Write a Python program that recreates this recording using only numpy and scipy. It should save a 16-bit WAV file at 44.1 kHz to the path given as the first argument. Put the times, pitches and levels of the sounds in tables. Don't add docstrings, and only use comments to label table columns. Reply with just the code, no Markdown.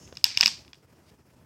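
import sys
import numpy as np
from scipy import signal
from scipy.io import wavfile
from scipy.ndimage import uniform_filter1d

SR = 44100
rng = np.random.default_rng(int(sys.argv[2]) if len(sys.argv) > 2 else 0)


def transcribe(signal):
    frames = np.atleast_2d(signal).T
    limited = np.clip(frames, -1, 1)
    pcm = np.round(limited * 32767).astype(np.int16)
    wavfile.write(sys.argv[1], SR, pcm)


def gain_from_decibels(decibels):
    exponent = np.asarray(decibels, float) / 20
    return 10 ** exponent


N = 63945

# f/Hz, density/dB per Hz
FLOOR_SPECTRUM = [(18, -56), (30, -17.5), (86, 5), (432, -8), (577, -10.5), (3760, -25.5), (4770, -27),
                  (15200, -32.5), (16500, -50)]
# t/s, level/dB
GATE_RIDE = [(0, -53), (.2, -55), (.236, -66), (.25, -57), (.6, -59), (.69, -57), (.705, -60), (.728, -67),
             (.74, -60), (.82, -65), (.832, -59), (.885, -63), (.93, -58), (1.16, -60), (1.18, -65),
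             (1.2, -59), (1.248, -64), (1.28, -58)]
# f/Hz, width/Hz, level/dB
MIC_PEAK = (5200, 1300, 4)
MIC_DIP = (3800, 1000, -4)
# t/s, level/dB
RUB_RIDE = [
    (0, -59),
    (.04, -54.5),
    (.11, -62.5),
    (.15, -62),
    (.2, -69),
    (.235, -99),
]
# f/Hz, width/Hz, level/dB
RUB_PEAKS = [(3000, 800, -9), (5500, 900, -1), (6300, 1100, 0)]
# t/s, peak level/dB, low modes level/dB, top modes level/dB, air thump level/dB
SNAPS = [(0.0766, -42.5, 16, -40, -34), (0.1258, -37, 4, -36, -6.5), (0.154, -38, -15, -17, -24),
         (0.16, -47, 11, -41, -30), (0.1707, -23, -6.5, -24, -21.5), (0.209, -56, 3.5, -35, -27),
         (0.212, -51, 15, -30, -35), (0.225, -61, -4, -41.5, -35), (.2420, 2.5, -9, -13, -43),
         (.3732, -4, -2.5, -25.5, -27.5), (.4040, -19.5, -8, -37.5, -9.5), (0.4094, 1, -9, -30, -25),
         (.4290, -6.5, 10.5, -40.5, -15.5), (0.434, -5, -0.5, -39, -25), (.4592, 1.5, -4, -29, -38),
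         (0.4702, -11.5, -1, -19.5, -35.5), (0.4779, -9.5, -10.5, -23.5, -17.5),
         (.6490, -43.5, 0, -36, -10), (0.6793, -39.5, 3.5, -38.5, -17), (.7319, -29.5, 2.5, -30, -15),
         (0.7453, -47, 16, -35, -25), (.7545, -49, -9, -38, -12)]
# f/Hz, level/dB, t60/s
LOW_MODES = [(2220, -11.5, .008), (2486, 5, 0.0051), (2820, 0, 0.013), (3400, 1, 0.013)]
HIGH_MODES = [(4286, -10, 0.025), (4800, 1, 0.013), (5146, 11, 0.0038), (5560, -9.5, .008),
              (6360, -20, 0.0027), (7910, -41, 0.0088)]
TOP_MODES = [(9650, -10.5, 0.0059), (11100, 0, 0.0017), (13230, -5, 0.00215), (14300, -15, 0.0038)]
# f/Hz, level/dB, t60/s
THUMP_MODES = [(480, -6.5, 0.0033), (1103, 3, 0.019), (1509.6, 2, 0.016)]
# f/Hz, level/dB, t60/s
ROOM_TAIL = [(1040, -30.5, 0.29), (1785, -23, 0.16), (2790, -23.5, 0.18), (3540, -21, 0.25),
             (4820, -20, 0.32), (6390, -34, 0.28), (7800, -33, 0.23)]
# t/s, peak level/dB, f/Hz, t60/s
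KNOCKS = [
    (0.1257, -22, 480, 0.007),
    (.17, -46.5, 130, 0.15),
    (0.245, -50, 103.5, .05),
    (.405, -43.5, 362, 0.016),
    (0.431, -43.5, 198, 0.14),
    (0.459, -41.5, 223.6, 0.15),
    (0.681, -42, 248, 0.031),
]
# t/s, level/dB
CREASE_RIDE = [
    (.244, -50),
    (.28, -40.5),
    (.365, -44),
    (.42, -49.5),
    (.475, -43),
    (.52, -43.5),
    (.6, -56),
    (.72, -90),
]

BEND_S = 0.00026
GRIP_T60_S = .011


def curve(table):
    rows = np.array(table)
    return np.interp(np.arange(N) / SR, rows[:, 0], rows[:, 1])


def unit(x):
    return x / np.sqrt(np.mean(x ** 2))


def band(x, hz, width):
    b, a = signal.iirpeak(min(hz, .45 * SR), hz / width, fs=SR)
    return signal.lfilter(b, a, x)


def double_band(x, hz, width):
    return band(band(x, hz, width), hz, width)


def walk(rate):
    hold = int(SR / rate)
    held = np.repeat(rng.standard_normal(N)[:N // hold + 1], hold)
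    return 1.4 * uniform_filter1d(uniform_filter1d(held, hold), hold // 2)[:N]


def ring(modes, chance, t, longest_s):
    hz, db, t60 = np.array(modes).T[:, :, None]
    scatter_db = 1.5 * chance[:len(modes), None]
    detune = 1 + .015 * chance[-len(modes):, None]
    decay = 1000. ** (-t / np.minimum(t60, longest_s))
    swing = gain_from_decibels(db + scatter_db) * np.sin(2 * np.pi * hz * detune * t) * decay
    return swing.sum(axis=0) * (1 - np.exp(-(t / BEND_S) ** 2))


def floor():
    rows, out = np.array(FLOOR_SPECTRUM), 0
    gate_db = curve(GATE_RIDE)
    shared_db = 2.2 * walk(80) + gate_db - gate_db.mean()
    for hz in 40 * 2 ** np.arange(0, 8.8, .5):
        db = np.interp(np.log(hz), np.log(rows[:, 0]), rows[:, 1]) + 10 * np.log10(hz)
        depth = .55 + .45 / (1 + hz / 1500)
        move_db = depth * shared_db + 1.2 * walk(35)
        hiss = unit(double_band(rng.standard_normal(N), hz, hz / 2))
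        out = out + gain_from_decibels(db + move_db) * hiss
    for hz, width, db in MIC_PEAK, MIC_DIP:
        out = out + (gain_from_decibels(db) - 1) * band(out, hz, width)
    return unit(out) * gain_from_decibels(-57)


def rubbing():
    t = np.arange(N) / SR
    grain = rng.standard_normal(N) * gain_from_decibels(0.83 * walk(150))
    rub = unit(sum(gain_from_decibels(db) * double_band(grain, hz, width) for hz, width, db in RUB_PEAKS))
    rub = rub * gain_from_decibels(curve(RUB_RIDE)) * (t < RUB_RIDE[-1][0])

    stop_s, rise_s, fall_s = 1.103, .035, .003
    swell = np.exp(-np.where(t < stop_s, (stop_s - t) / rise_s, (t - stop_s) / fall_s))
    brush = band(grain, 4700, 867)
    brush = brush + gain_from_decibels(-0.5) * band(grain, 2840, 1433)
    brush = brush + gain_from_decibels(-31) * band(grain, 8500, 1700)
    return rub + gain_from_decibels(-60.5) * swell * unit(brush)


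def snaps():
    out, t = np.zeros(N + 4096), np.arange(1024) / SR
    step_hz, step_slip = 2600, .18
    for s, db, low_db, top_db, thump_db in SNAPS:
        chance = rng.standard_normal((4, 12))
        slip, force = rng.random((2, 4))
        ticks = np.zeros(256)
        ticks[0] = .8
        steps = (np.arange(1, 5) + step_slip * (slip - .5)) / step_hz
        np.add.at(ticks, (steps * SR + .5).astype(int), force ** 2 * np.clip(1 + db / 50, 0, 1))

        families = [(HIGH_MODES, 0, GRIP_T60_S), (LOW_MODES, low_db, GRIP_T60_S), (TOP_MODES, top_db, .0025)]
        body = 0
        for (modes, family_db, longest_s), c in zip(families, chance):
            tone = np.convolve(ring(modes, c, t, longest_s), ticks)[:len(t)]
            body = body + gain_from_decibels(family_db) * tone / np.abs(tone).max()
        body = body / np.abs(body).max()
        body = body + gain_from_decibels(thump_db) * ring(THUMP_MODES, chance[3], t, GRIP_T60_S)
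        i = int(s * SR)
        out[i:i + len(t)] += gain_from_decibels(db) * body
    return out[:N]


def room():
    t, blows = np.arange(N) / SR, np.zeros(N)
    rows = np.array(SNAPS)
    blows[(rows[:, 0] * SR).astype(int)] = gain_from_decibels(rows[:, 1])

    patchy_db = 5 * walk(380) * np.exp(-t / .02)
    air = rng.standard_normal(N) * gain_from_decibels(patchy_db - 7 * (t < .0098))
    tail = sum(gain_from_decibels(db) * double_band(air, hz, hz * 0.45) * 1000. ** (-t / t60) for hz, db, t60 in ROOM_TAIL)

    shelf_hz = 8500
    low_pass = signal.ellip(6, 1, 40, shelf_hz, fs=SR, output="sos")
    sheen_band = signal.butter(2, [shelf_hz, 1.6 * shelf_hz], "band", fs=SR, output="sos")
    tail = signal.sosfilt(low_pass, tail)
    sheen = gain_from_decibels(-47) * signal.sosfilt(sheen_band, air) * 1000. ** (-t / .25)
    return signal.fftconvolve(blows, tail + sheen)[:N]


def knocks():
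    start, db, hz, t60 = np.array(KNOCKS).T[:, :, None]
    t = np.maximum(np.arange(N) / SR - start, 0)
    onset = 1 - np.exp(-t * hz * 2)
    return (gain_from_decibels(db) * np.sin(2 * np.pi * hz * t) * 1000. ** (-t / t60) * onset).sum(axis=0)


def creases():
    ticks = (rng.random(N) < 3000 / SR) * rng.standard_normal(N)
    t, steady = np.arange(1024) / SR, np.zeros(12)
    wall = ring(HIGH_MODES, steady, t, 0.012)
    wall = wall + gain_from_decibels(-1) * ring(LOW_MODES, steady, t, 0.0056)
    wall = wall + gain_from_decibels(-13.5) * ring([(7400, 0, 1)], steady, t, 0.0012)
    time = np.arange(N) / SR
    on = (time > CREASE_RIDE[0][0]) & (time < CREASE_RIDE[-1][0])
    return unit(signal.fftconvolve(ticks, wall)[:N]) * gain_from_decibels(curve(CREASE_RIDE)) * on


def scene():
    return (floor() + rubbing() + snaps() + room() + knocks() + creases())[None]


def band_limit(x):
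    return signal.sosfilt(signal.butter(12, 16820, fs=SR, output="sos"), x)


def record(dry):
    mix = dry / (1 + (dry / .9) ** 10) ** (1 / 10)
    mix = signal.sosfilt(signal.ellip(8, .2, 60, 16200, fs=SR, output="sos"), mix)
    mix = signal.sosfilt(signal.butter(4, 46, "high", fs=SR, output="sos"), mix)
    return band_limit(mix)


dry = scene()
out = record(dry)
transcribe(out)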